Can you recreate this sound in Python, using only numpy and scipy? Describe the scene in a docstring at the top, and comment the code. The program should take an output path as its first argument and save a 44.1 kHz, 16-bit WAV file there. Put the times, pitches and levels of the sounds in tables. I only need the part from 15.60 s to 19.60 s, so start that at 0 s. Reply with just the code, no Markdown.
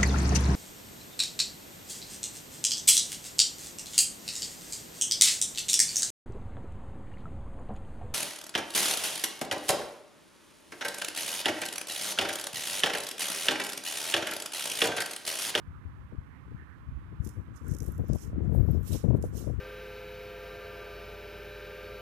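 """A rising breeze buffets the left microphone port with low, lumpy eddies; behind it, distant traffic
hums and its tyres hiss. Now and then a puff of wind catches the right port.
There a snake slides over a tree root into dry leaves: its body rubs out short brushes of friction
hiss, leaf edges slip and crackle, and single leaves snap."""
import sys
import numpy as np
from scipy import signal
from scipy.fft import rfft, irfft
from scipy.io import wavfile
from scipy.ndimage import uniform_filter1d, map_coordinates

SR = 44100
rng = np.random.default_rng(int(sys.argv[2]) if len(sys.argv) > 2 else 0)


def wav_out(sig):
    """Save sig, one row per channel (or a flat mono array), as 16-bit PCM at SR to the path in sys.argv[1]."""
    wavfile.write(sys.argv[1], SR, np.round(np.clip(np.atleast_2d(sig).T, -1, 1) * 32767).astype(np.int16))


N = 176400
TIME_S = np.arange(N) / SR
BINS_HZ = np.maximum(np.arange(N // 2 + 1) * SR / N, 1)


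def from_db(db):
    """Decibels to gain."""
    return 10 ** (np.asarray(db) / 20)


def unit_rms(x):
    """Scale to unit power."""
    return x / np.sqrt(np.mean(x ** 2) + 1e-20)


def at_hz(spectrum, hz, column=1):
    """Read a table column along log frequency."""
    table = np.array(spectrum)
    return np.interp(np.log(hz), np.log(table[:, 0]), table[:, column])


def colour(x, spectrum):
    """Filter by a spectrum, at unit power."""
    return unit_rms(irfft(rfft(x) * from_db(at_hz(spectrum, BINS_HZ)), N))


def drift(rate_hz):
    """Slow random wander, at unit power."""
    return unit_rms(irfft(rfft(rng.standard_normal(N)) / (1 + (BINS_HZ / rate_hz) ** 2), N))


def bell(peak_s, sigma_s):
    """Gaussian gain, 1 at its peak."""
    return np.exp(-0.5 * np.minimum(((TIME_S - peak_s) / sigma_s) ** 2, 100))


def stroke(peak_s, rise_s, fall_s):
    """Pointed gain, 1 at its peak; rise and fall each span 20 dB."""
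    gain = np.zeros(N)
    span = slice(*np.searchsorted(TIME_S, [peak_s - 3 * rise_s, peak_s + 3 * fall_s]))
    distance = np.maximum((peak_s - TIME_S[span]) / rise_s, (TIME_S[span] - peak_s) / fall_s)
    gain[span] = from_db(-20 * distance ** 1.12)
    return gain


# large eddies, one list per gust: time_s, level_db
GUSTS = [
    [(0.054, -60), (0.078, -43), (0.154, -52), (0.192, -47), (0.224, -80), (0.254, -37), (0.308, -49.5),
     (0.452, -45), (0.504, -78), (0.526, -39), (0.564, -51), (0.59, -46.5), (0.69, -62)],
    [(0.736, -57.5), (0.844, -65), (0.864, -49.5), (0.954, -44.5), (0.976, -52), (1.034, -50.5),
     (1.058, -61.5), (1.148, -64), (1.19, -51)],
    [(1.248, -53), (1.266, -42.5), (1.384, -54.5), (1.438, -47.5), (1.552, -43.5), (1.57, -55),
     (1.604, -35), (1.642, -45), (1.676, -33), (1.732, -55), (1.788, -32.5), (1.844, -57), (1.9, -44),
     (1.96, -50)],
    [(2.0, -72), (2.016, -45), (2.12, -32), (2.188, -47), (2.222, -33), (2.25, -45), (2.284, -31),
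     (2.346, -47), (2.404, -29), (2.48, -44.5), (2.5, -24.5), (2.514, -29), (2.532, -25.5), (2.6, -50),
     (2.692, -37.5), (2.72, -55)],
    [(2.73, -38.5), (2.786, -32.5), (2.854, -29), (2.962, -26.5), (3.002, -18), (3.066, -30),
     (3.104, -21.5), (3.288, -42), (3.31, -28.5), (3.356, -26.5), (3.384, -46.5), (3.41, -43)],
    [(3.426, -56), (3.44, -24), (3.486, -20.5), (3.542, -21), (3.618, -34), (3.65, -29.5), (3.686, -43.5),
     (3.706, -42), (3.762, -34.5), (3.794, -42), (3.85, -42), (3.884, -30), (3.916, -30), (3.97, -39),
     (3.99, -29.5)],
]
# small eddies against large: time_s, offset_db
SMALL_EDDIES = [(.42, -34), (.53, -16.5), (.6, -27), (.86, -23), (1.45, -29), (1.8, -20), (2.45, -18.5),
                (2.77, -16), (3.08, -26.5), (3.37, -18.5), (3.45, -21), (3.72, -19.5), (3.84, -6.5),
                (3.96, -33.5)]
# eddy spectrum: freq_hz, gain_db, small_eddy_share
EDDY_SPECTRUM = [(35, -21.5, 0), (68.5, 1, 0.01), (130, -1.5, 0.23), (282, -1, 0.57), (393, 0, 0.79),
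                 (618, -6.5, 0.96), (1130, -17.5, 1.5), (2200, -30, 0.76), (4500, -26, 1)]
# the sharpest gust is too fast to form the deepest eddies: time_s, low_edge_hz
LOW_EDGE = [(3.4, 35), (3.45, 122), (3.59, 122.8), (3.64, 35)]
EDGE_HZ, EDGE_AT_DB, WIND_DB_PER_EDGE_OCTAVE = 843, -38.5, 18.5
HIGH_LOSS_DB_PER_OCTAVE, HIGH_LOSS_MAX_DB, LOW_LOSS_DB_PER_OCTAVE = 41, 17, 10.5
EDDIES_PER_CYCLE, TURBULENCE_DB, LEVELLING_S = 1.4, 5, 0.0391
PORT_LOW_CUT_HZ, WIND_GAIN_DB = 28, 3


def breeze():
    """Eddies of all sizes pass the left port; stronger wind breaks them up finer."""
    rate_hz, t = SR / 4, TIME_S[::4]
    turbulence_db = TURBULENCE_DB * drift(rate_hz=68)[::4]
    large_db = np.interp(t, *np.concatenate(GUSTS).T)
    small_db = large_db + np.interp(t, *np.transpose(SMALL_EDDIES)) + turbulence_db
    high_edge_hz = EDGE_HZ * 2 ** ((small_db - EDGE_AT_DB) / WIND_DB_PER_EDGE_OCTAVE)
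    low_edge_hz = np.interp(t, *np.transpose(LOW_EDGE))
    flow = np.zeros(len(t))
    for hz in 35 * 2 ** (np.arange(14) / 2):
        kicks = (rng.random(len(t)) < EDDIES_PER_CYCLE * hz / rate_hz) * rng.choice([-1, 1], len(t))
        band = signal.butter(2, [hz / 1.3, hz * 1.3], "band", fs=rate_hz, output="sos")
        swirl = unit_rms(signal.sosfilt(np.vstack([band, band]), kicks + 1e-18))
        swirl /= np.sqrt(uniform_filter1d(swirl ** 2, int(LEVELLING_S * rate_hz)) + 0.11)
        share = np.clip(at_hz(EDDY_SPECTRUM, hz, column=2), 0, 1)
        level_db = at_hz(EDDY_SPECTRUM, hz) + (1 - share) * large_db + share * small_db
        high_loss_db = np.clip(HIGH_LOSS_DB_PER_OCTAVE * np.log2(hz / high_edge_hz), 0, HIGH_LOSS_MAX_DB)
        low_loss_db = LOW_LOSS_DB_PER_OCTAVE * np.clip(np.log2(low_edge_hz / hz), 0, 1)
        flow += swirl * from_db(level_db - high_loss_db - low_loss_db)
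    low_cut = signal.butter(3, PORT_LOW_CUT_HZ, "high", fs=rate_hz, output="sos")
    flow = signal.sosfilt(low_cut, flow)
    return from_db(WIND_GAIN_DB) * signal.resample_poly(flow, 4, 1, window=("kaiser", 10))


# traffic hum: freq_hz, gain_db
HUM_SPECTRUM = [(30, -27), (55, 2), (135, 1), (220, -9.5), (290, -6), (350, -16), (750, -27.5),
                (8000, -100)]


def traffic_hum(level_db):
    """Steady low rumble of far traffic."""
    return from_db(level_db) * colour(rng.standard_normal(N), HUM_SPECTRUM)


# tyre hiss: freq_hz, gain_db
TYRE_SPECTRUM = [(600, -32), (722, -8.5), (1050, 0.5), (1590, -3.5), (3460, -22), (4940, -32),
                 (14000, -48.5)]
# swells of the hiss: peak_s, level_db, sigma_s, pitch_hz
TYRE_SWELLS = [(0.155, -56, 0.021, 1280), (0.76, -60.5, .05, 1950), (1.01, -53, .026, 1730),
               (1.115, -55, 0.034, 1640), (1.975, -56.5, 0.032, 1320), (2.091, -53.5, 0.028, 1570),
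               (2.341, -55, 0.017, 1370)]
TYRE_DB, TYRE_FLICKER_DB, TYRE_LOW_CUT_HZ = -57.5, 0.62, 543


def tyre_hiss():
    """Far tyre noise with a few soft swells, each around its own pitch."""
    low_cut = signal.butter(2, TYRE_LOW_CUT_HZ, "high", fs=SR, output="sos")
    hiss = unit_rms(signal.sosfilt(low_cut, colour(rng.standard_normal(N), TYRE_SPECTRUM)))
    hiss *= from_db(TYRE_DB + TYRE_FLICKER_DB * drift(rate_hz=37))
    for peak_s, level_db, sigma_s, hz in TYRE_SWELLS:
        band = signal.butter(2, [hz / 1.13, hz * 1.13], "band", fs=SR, output="sos")
        swell = unit_rms(signal.sosfilt(band, rng.standard_normal(N)))
        hiss += from_db(level_db) * bell(peak_s, sigma_s) * swell
    return hiss


# single eddies at the left port: peak_s, peak_db, pitch_hz
THUMPS = [(0.588, -21.5, 86), (.948, -25.5, 128), (1.291, -25.5, 90), (1.606, -16, 93.5),
          (1.666, -23.5, 214), (2.119, -15, 127), (2.514, -12, 111), (2.783, -14.5, 180),
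          (2.88, -14.5, 130), (2.950, -22.5, 480), (2.998, -10, 114), (3.108, -12, 108),
          (3.135, -15.5, 164), (3.442, -16, 356), (3.489, -9, 106), (3.544, -10.5, 186),
          (3.641, -16.5, 397)]


def with_thumps(flow):
    """A large eddy sweeps the others aside: one pressure bump between two dips."""
    for peak_s, peak_db, hz in THUMPS:
        phase_sq = np.minimum((np.pi * hz * (TIME_S - peak_s)) ** 2, 100)
        bump = (1 - 2 * phase_sq) * np.exp(-phase_sq)
        duck = 1 - 0.7 * np.exp(-phase_sq / 6)
        flow = duck * flow + from_db(peak_db) * bump
    return flow


# wind at the right port: peak_s, level_db, sigma_s
PUFFS = [(1.325, -30, 0.0084), (1.375, -30.5, 0.013), (2.38, -31.5, 0.03), (2.76, -35, 0.058),
         (3.6, -31, 0.025), (3.675, -32, 0.019)]
# puff spectrum: freq_hz, gain_db
PUFF_SPECTRUM = [(15, -22), (38, -17), (68, 0), (105, -9), (170, -16), (300, -36), (900, -60), (5000, -110)]


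def puffs():
    """The breeze catches the right port in brief, low puffs."""
    power = sum((from_db(level_db) * bell(peak_s, sigma_s)) ** 2 for peak_s, level_db, sigma_s in PUFFS)
    return np.sqrt(power) * colour(rng.standard_normal(N), PUFF_SPECTRUM)


def leaf_friction(spectrum, patch_db=4, patch_hz=320, patch_s=0.016):
    """Friction hiss coloured by the shifting resonances of whichever leaves are touched."""
    hz, t, cells = signal.stft(rng.standard_normal(N), SR, nperseg=512)
    grid = np.meshgrid(hz / patch_hz, t / patch_s, indexing="ij")
    resonances = map_coordinates(rng.standard_normal((256, 512)), grid, order=1, mode="wrap")
    _, hiss = signal.istft(cells * from_db(patch_db * resonances), SR)
    return colour(hiss[:N], spectrum)


def leaf_tilt(x, db_per_octave):
    """Small stiff leaves lean towards the treble, large ones away from it."""
    octaves = np.log2(np.clip(BINS_HZ, 5000, 14000) / 8500)
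    return irfft(rfft(x) * from_db(db_per_octave * octaves), N)


def leaf_crackle(spectrum, slips_per_s=650, spread_db=4, ring_cycles=9):
    """Tiny slips of leaf edges, each ringing a few cycles at one of ten pitches."""
    sizes = from_db(spread_db * np.minimum(rng.exponential(1, N), 4)) * rng.choice([-1, 1], N)
    slips = sizes * (rng.random(N) < slips_per_s / SR)
    pitch_index = rng.integers(0, 10, N)
    rings = np.zeros(N)
    for k, hz in enumerate(np.geomspace(5500, 14000, 10)):
        radius, angle = from_db(-60 * hz / (ring_cycles * SR)), 2 * np.pi * hz / SR
        resonator = [np.sin(angle), 0, -np.sin(angle)], [1, -2 * radius * np.cos(angle), radius ** 2]
        rings += signal.lfilter(*resonator, slips * (pitch_index == k) + 1e-18)
    return colour(rings, spectrum)


# leaf hiss and crackle, turned down sharply below 5 kHz as by a noise suppressor: freq_hz, gain_db
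LEAF_SPECTRUM = [(2500, -11.5), (4600, -14.5), (5300, 0), (6500, 2), (8500, 0), (14000, -2.5)]
# broad-leaf rasp: freq_hz, gain_db
RASP_SPECTRUM = [(700, -16), (2100, -10), (2900, -3.5), (4000, -3), (5500, -5.5), (8000, -35)]
# snake against leaves: peak_s, level_db, rise_s, fall_s, crackle_rel_db, rasp_rel_db, tilt_db_per_octave
BRUSHES = [(1.656, -54, 0.039, 0.14, -5.5, -19, 2), (1.965, -57, .027, 0.057, -5.5, -11, -4),
           (2.11, -55.5, 0.088, 0.11, 0.5, -18, -1.5), (2.26, -55, 0.098, 0.16, -3.5, -14.5, 4),
           (2.5, -62.5, 0.079, 0.078, -9, -9, -13), (2.554, -56, 0.038, 0.13, 0, -15, 0),
           (2.63, -48.5, 0.068, 0.072, -7, -16.5, -2), (2.845, -72.5, 0.054, 0.17, -7, -7, -1),
           (2.949, -61, 0.05, 0.096, -1, -11, 15), (3.135, -67.5, .16, 0.14, -9, -3, -11),
           (3.282, -42.5, 0.046, .061, -20, -11.5, 5.5), (3.332, -40, 0.034, 0.071, -8.5, -5, 5),
           (3.369, -46, 0.083, 0.11, -23, -11, -4), (3.569, -59.5, .028, 0.028, -24, -13, 10),
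           (3.647, -53.5, 0.051, 0.087, -22, -17, 3), (3.78, -44, .05, 0.13, -12, -13, -1)]


def brushes():
    """Each push of the snake's body makes sliding hiss, crackle and the lower rasp of broad leaves."""
    slide = leaf_friction(LEAF_SPECTRUM)
    crackle = leaf_crackle(LEAF_SPECTRUM)
    rasp = leaf_friction(RASP_SPECTRUM)
    out = np.zeros(N)
    for peak_s, level_db, rise_s, fall_s, crackle_rel_db, rasp_rel_db, tilt in BRUSHES:
        push = from_db(level_db) * stroke(peak_s, rise_s, fall_s)
        out += leaf_tilt(push * (slide + from_db(crackle_rel_db) * crackle), tilt)
        out += push * from_db(rasp_rel_db) * rasp
        slide, crackle, rasp = np.roll([slide, crackle, rasp], N // 7, axis=1)  # decorrelate overlaps
    return out


# snapping leaves: start_s, level_db, tilt_db_per_octave
SNAPS = [(1.6474, -41.5, 2), (1.6718, -42, 1), (1.6896, -41, -1), (2.0822, -47, 14), (2.113, -50, -4),
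         (2.1367, -43, -4), (2.147, -39, -1), (2.1659, -45, -4), (2.1847, -41, 1), (2.2027, -39, 0),
         (2.221, -46, 0), (2.23, -45, 9), (2.241, -49, 8), (2.262, -44.5, 10), (2.281, -49, 11),
         (2.32, -50.5, 15), (2.379, -51.5, 8), (2.482, -51.5, 11), (2.5322, -40, -6), (2.5505, -50, -11),
         (2.584, -47.5, -7), (3.113, -60.5, 37), (3.23, -49, 8), (3.277, -41, 14), (3.6243, -39, -1.5),
         (3.7698, -42, 7)]


def snaps(gain_db=1, rise_s=0.00093, fall_s=0.0064):
    """A dry leaf snaps in a burst of noise a few milliseconds long."""
    hiss = leaf_friction(LEAF_SPECTRUM)
    out = np.zeros(N)
    for start_s, level_db, tilt in SNAPS:
        burst = from_db(level_db + gain_db) * stroke(start_s + rise_s, rise_s, fall_s)
        out += leaf_tilt(burst * hiss, tilt)
    return out


# strokes of thin hiss: peak_s, level_db, rise_s, fall_s
TOP_STROKES = [(2.37, -61, .15, .19), (2.95, -52.5, 0.02, 0.16), (3.11, -58.5, 0.13, 0.47)]
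# thin hiss: freq_hz, gain_db
TOP_SPECTRUM = [(9000, -24), (11500, -10), (12300, 0), (15000, 0)]


def top_hiss():
    """Thin leaf friction at the very top of the rustle."""
    gain = sum(from_db(level_db) * stroke(peak_s, rise_s, fall_s)
               for peak_s, level_db, rise_s, fall_s in TOP_STROKES)
    return gain * leaf_friction(TOP_SPECTRUM)


LEAVES_LEFT_DB, TYRES_LEFT_DB = -47, -27.5


def scene():
    """Wind fills the left port; leaves and traffic reach mainly the right one."""
    rustle = brushes() + snaps() + top_hiss()
    left = with_thumps(breeze()) + from_db(LEAVES_LEFT_DB) * rustle
    left += from_db(TYRES_LEFT_DB) * tyre_hiss() + traffic_hum(level_db=-78)
    right = rustle + tyre_hiss() + traffic_hum(level_db=-48) + puffs()
    return np.array([left, right])


SELF_NOISE_DB, HIGH_CUT_HZ = -80, 14400


def record(dry):
    """Faint self-noise, then a steep cut of the top."""
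    noisy = dry + from_db(SELF_NOISE_DB) * rng.standard_normal((2, N))
    return signal.sosfilt(signal.ellip(10, 0.3, 80, HIGH_CUT_HZ, fs=SR, output="sos"), noisy)


dry = scene()
out = record(dry)
wav_out(out)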